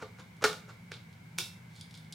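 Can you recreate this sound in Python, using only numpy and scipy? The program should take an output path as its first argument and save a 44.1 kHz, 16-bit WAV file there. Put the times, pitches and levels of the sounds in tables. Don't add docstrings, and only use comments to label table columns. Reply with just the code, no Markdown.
import sys
import numpy as np
from scipy import signal
from scipy.fft import rfft, irfft, next_fast_len
from scipy.io import wavfile
from scipy.ndimage import map_coordinates

SR = 44100
rng = np.random.default_rng(int(sys.argv[2]) if len(sys.argv) > 2 else 0)


def generate_wav(sig):
    pcm = np.round(np.clip(np.atleast_2d(sig).T, -1, 1) * 32767).astype(np.int16)
    wavfile.write(sys.argv[1], SR, pcm)


N = 94462

# [pitch_hz, relative_level_db]
HUM_COLOUR = [(25, -26), (45, -41), (65, -22.5), (95, -5.5), (118, 1.5), (138, -11), (165, 3), (195, -8.5),
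              (240, -14.5), (320, -32.5), (500, -45), (1000, -48)]
AIR_COLOUR = [(100, 8.5), (400, 1.5), (700, -0.5), (950, 3.5), (1200, -4), (1550, 3), (1900, -4.5),
              (2100, 7.5), (2260, 7.5), (2480, -5.5), (3000, -6), (4000, -9.5), (8000, -16.5), (16000, -27)]
# [pitch_hz, likeness (1 = same, 0 = unrelated)]
AIR_LIKENESS = [(100, 1), (400, 0.13), (1000, 0.083), (10000, 0.15)]
HUM_DB, AIR_DB = -52, -58.5

# [pitch_hz, fall_60db_s]
ROOM_FALL = [(150, .33), (500, 0.38), (1500, 0.34), (4000, 0.33), (8000, 0.35), (15000, 0.39)]
# [pitch_hz, relative_level_db]
ROOM_TONE = [(100, 5), (400, -1.5), (900, -0.5), (2000, -5.5), (3800, 6.5), (6000, -1), (14000, 1.5)]
# [pitch_hz, likeness (1 = same, 0 = unrelated)]
ROOM_LIKENESS = [(200, 1), (600, 0.77), (2000, 0.68), (5000, 0.45), (12000, 0.53)]
TAIL_DB, EARLY_DB = -2, -8
EARLY_FALL_S, BUILD_S = 0.13, 0.0046

# [pitch_hz, left_minus_right_db]
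CAMERA_BALANCE = [(500, -0.3), (1500, -.8), (4000, -1.5), (10000, -3)]
BASS_CUT_HZ, TOP_HZ = 72, 16000

# [centre_s, swell_s (from the peak down to 1/e), level_db]
MOUNT_SCUFFS = [(.005, 0.0067, -52), (.026, .01, -44.5), (.199, .014, -49.5), (.414, 0.0024, -51),
                (.428, 0.0062, -35.5), (.698, .018, -51)]
# [centre_s, swell_s (from the peak down to 1/e), level_db]
FINGER_RUBS = [(.197, 0.0034, -58.5), (1.785, 0.064, -63), (1.956, 0.052, -65.5)]
# [pitch_hz, relative_level_db]
SCUFF_TONE = [(100, -24), (300, -0.5), (460, -0.5), (620, -4), (830, -3.5), (1000, -2.5), (1400, 6.5),
              (1800, -9.5), (2300, -6), (3000, -14), (6500, -15), (9000, -24.5), (16000, -49)]

# [start_s, level_db, brightness_db_per_octave, scrape_s (scrape envelope falls 30 dB), extra_ring_db]
BARREL_TICKS_AND_ECHOES = [(.366, -66, 3, 0.025, -6), (.9398, -34, -6.5, 0.0087, -5),
                           (1.128, -53.5, -2.5, 0.017, -15), (1.394, -47, -4, 0.014, 9),
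                           (1.4045, -37, -2.5, 0.0046, 8.5), (1.439, -36.5, 1.5, 0.007, -12),
                           (1.763, -57, 1, 0.022, -3), (1.811, -43, 2, 0.0074, 5.5),
                           (1.909, -51.5, 0, 0.014, 2), (1.941, -44, -2.5, 0.022, 0),
                           (1.951, -54, 2.5, 0.011, 8), (1.975, -53.5, 4, 0.016, -10),
                           (2.046, -54.5, -2.5, 0.024, -2), (2.1245, -39, 1.5, 0.017, -2)]
PIN_CLICKS = [(.915, -45, -1.5, 0.0092, -18), (.918, -34, -3, 0.01, -2), (1.381, -41, 5, 0.0075, -5),
              (1.385, -22, 1.5, 0.0017, 2.5), (1.3866, -22.5, 5, 0.0025, -13), (1.3882, -34, -5, .004, -21)]
MOUNT_KNOCKS_AND_ECHO = [(.0245, -41, -4, .012, 1.5), (.031, -47.5, -5, 0.006, 2),
                         (.4222, -39, 1.2, 0.013, -3), (.426, -32, -1.5, 0.0072, 0),
                         (.4378, -34, -3, 0.0052, -4), (.4405, -13.5, .7, 0.0067, 1),
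                         (.4425, -16, 0.5, 0.0064, -27), (.4475, -17.5, 0, 0.0092, -10),
                         (.4525, -19, -2.5, 0.017, -8.5), (.463, -30, 3.5, 0.013, -26),
                         (.53, -37.5, 2, 0.0084, 1.5), (.9175, -37, -2.5, 0.0076, -18)]
# [pitch_hz, relative_level_db, fall_60db_s]
BARREL_RING = [(3330, -3, 0.03), (3725, -2.5, 0.03), (4100, -21, 0.027), (4870, 0.5, 0.024),
               (5570, -5.5, 0.021), (8800, -15, .015), (9740, -6, .02)]
STEEL_RING = [(362, -14.5, 0.099), (481, -15.5, 0.069), (1464, -0.5, 0.026), (2290, 4.5, 0.024),
              (2677, -22.5, 0.38), (3468, -11, 0.053), (3750, -12, 0.072), (5310, -7, 0.047),
              (5960, -6, .025), (6750, -31, 0.012), (7580, -3, 0.0067), (8700, -22, .015),
              (9840, -10, 0.018)]
BODY_RING = [(237, -8, 0.047), (428.8, -1.5, 0.16), (517, -3, 0.078), (774, -4, 0.057), (872, -4.5, 0.077),
             (1192, -2, 0.12), (1300, 2, 0.054), (1445, 3, .08), (1730, -17, 0.045), (1810, -14, 0.19),
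             (2183, -10, 0.15), (2380, -6, 0.13), (2787, -7.5, 0.11), (3750, -14, .06), (3890, -8, 0.046),
             (4470, -12, 0.053), (5250, -14, 0.06), (6170, -21, .05)]
# [pitch_hz, relative_level_db]
BARREL_NOISE = [(200, -23), (2000, -15.5), (3400, 5.5), (5000, 0.5), (7200, -4), (9800, -6.5),
                (12000, -18.5), (16000, -30)]
STEEL_NOISE = [(100, -18), (400, -15), (900, -1), (2000, 4.5), (2900, 3.5), (4200, 3), (6000, 0),
               (9000, -6), (12000, -16), (16000, -20)]
BODY_NOISE = [(40, -20), (150, -48), (300, -3.5), (650, -6), (1000, -8.5), (1400, 6), (2500, -8),
              (6000, -9), (10000, -19.5), (16000, -34)]


def amp(db):
    return 10 ** (np.asarray(db) / 20)


def unit(x):
    return x / np.sqrt(np.mean(x ** 2) + 1e-20)


def fade(t, t60):
    return amp(-60 * t / np.maximum(t60, 1e-4))


def along(points, hz):
    f, v = np.transpose(points)
    return np.interp(np.log(hz + 1), np.log(f + 1), v)


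def filtered(x, response):
    n = x.shape[-1]
    padded = next_fast_len(n + 4096)
    spectrum = rfft(x, padded)
    hz = np.fft.rfftfreq(padded, 1 / SR)
    return irfft(spectrum * response(hz), padded)[..., :n]


def noise(colour, likeness, size):
    def response(hz):
        angle = np.arccos(np.clip(along(likeness, hz), -1, 1)) / 2
        return amp(along(colour, hz)) * [np.cos(angle), np.sin(angle)]

    mid, side = filtered(rng.standard_normal((2, size)), response)
    return unit(np.array([mid + side, mid - side]))


def grit(colour, size):
    return unit(filtered(rng.standard_normal(size), lambda hz: amp(along(colour, hz))))


def background():
    hum = amp(HUM_DB) * noise(HUM_COLOUR, [(100, .99)], N)
    air = amp(AIR_DB) * noise(AIR_COLOUR, AIR_LIKENESS, N)
    return hum + air


def room(x):
    size = SR // 3
    t = np.arange(size) / SR
    diffuse = noise(ROOM_TONE, ROOM_LIKENESS, size)
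    hz, frames, z = signal.stft(diffuse, SR, nperseg=256)
    faded = z * fade(frames, along(ROOM_FALL, hz)[:, None])
    tail = signal.istft(faded, SR)[1][:, :size]
    early = diffuse[:, ::-1] * fade(t, EARLY_FALL_S)
    build = 1 - np.exp(-(t / BUILD_S) ** 2)
    answer = amp(TAIL_DB) * unit(tail * build) + amp(EARLY_DB) * unit(early * build)
    answer = answer / np.sqrt(size)
    return signal.fftconvolve(x[None], answer, axes=1)[:, :len(x)]


def rubbing(strokes, colour, rough_db, grain_hz):
    t = np.arange(N) / SR
    swell = sum(amp(db) * np.exp(-((t - centre) / width) ** 2) for centre, width, db in strokes)
    hiss = grit(colour, N)
    slips = map_coordinates(rng.standard_normal(N // 10), [t * grain_hz])
    return swell * unit(hiss * amp(rough_db * slips))


def friction():
    scuffs = rubbing(MOUNT_SCUFFS, SCUFF_TONE, rough_db=1.5, grain_hz=496)
    rubs = rubbing(FINGER_RUBS, BARREL_NOISE, rough_db=3, grain_hz=370)
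    dry = scuffs + rubs
    return dry + room(dry)


def lean(x, tilt):
    return filtered(x, lambda hz: amp(tilt * np.log2(np.clip(hz, 400, 12000) / 2000)))


def even(burst):
    z = rfft(burst)
    flat = z / (np.abs(z) + 1e-12)
    return irfft(flat, len(burst)) * np.linalg.norm(burst)


def ringing(modes, t):
    hz, level_db, t60 = np.transpose(modes)[:, :, None]
    signs = (-1) ** np.arange(len(hz))[:, None]
    size = amp(level_db + rng.normal(0, 1, hz.shape)) * signs
    return np.sum(size * fade(t, t60) * np.sin(2 * np.pi * hz * t), axis=0)


def scraping(length, colour, crack_db, rattle_db, rattle_t60, t):
    crack = amp(crack_db) * fade(t, 2 * length)
    rattle = amp(rattle_db) * fade(t, rattle_t60)
    shape = crack + rattle
    burst = even(rng.standard_normal(len(t)) * shape)
    burst = burst * np.minimum(1, 10 * shape / shape[0])
    return filtered(burst, lambda hz: unit(amp(along(colour, hz))))


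def contacts(events, modes, colour, ring_db, crack_db, rattle_db, rattle_t60, wet_db, ring_wet_db):
    out = np.zeros((2, N + SR))
    t = np.arange(SR // 3) / SR
    for start, db, tilt, length, extra_ring_db in events:
        ring = amp(ring_db + extra_ring_db) * ringing(modes, t)
        scrape = scraping(length, colour, crack_db, rattle_db, rattle_t60, t)
        ring, scrape = lean(np.array([ring, scrape]), tilt)
        to_room = amp(ring_wet_db) * ring + amp(wet_db) * scrape
        heard = ring + scrape + room(to_room)
        out[:, round(start * SR):][:, :len(t)] += amp(db) * heard
    return out[:, :N]


def barrel_ticks_and_echoes():
    return contacts(BARREL_TICKS_AND_ECHOES, BARREL_RING, BARREL_NOISE, ring_db=-8.5, crack_db=-4,
                    rattle_db=-21, rattle_t60=0.043, wet_db=-1.5, ring_wet_db=-4)


def pin_clicks():
    return contacts(PIN_CLICKS, STEEL_RING, STEEL_NOISE, ring_db=-9, crack_db=-4.5,
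                    rattle_db=-25, rattle_t60=0.044, wet_db=2.5, ring_wet_db=-0.5)


def mount_knocks_and_echo():
    return contacts(MOUNT_KNOCKS_AND_ECHO, BODY_RING, BODY_NOISE, ring_db=-10.5, crack_db=-4,
                    rattle_db=-23.5, rattle_t60=0.037, wet_db=0, ring_wet_db=-5)


def scene():
    camera = friction() + barrel_ticks_and_echoes() + pin_clicks() + mount_knocks_and_echo()
    halves = np.array([[.5], [-.5]])
    placed = filtered(camera, lambda hz: amp(along(CAMERA_BALANCE, hz) * halves))
    return background() + placed


def record(dry):
    bass_cut = signal.butter(2, BASS_CUT_HZ, "high", fs=SR, output="sos")
    thin = signal.sosfilt(bass_cut, dry)
    return filtered(thin, lambda hz: 1 / np.sqrt(1 + (hz / TOP_HZ) ** 200))


dry = scene()
out = record(dry)
generate_wav(out)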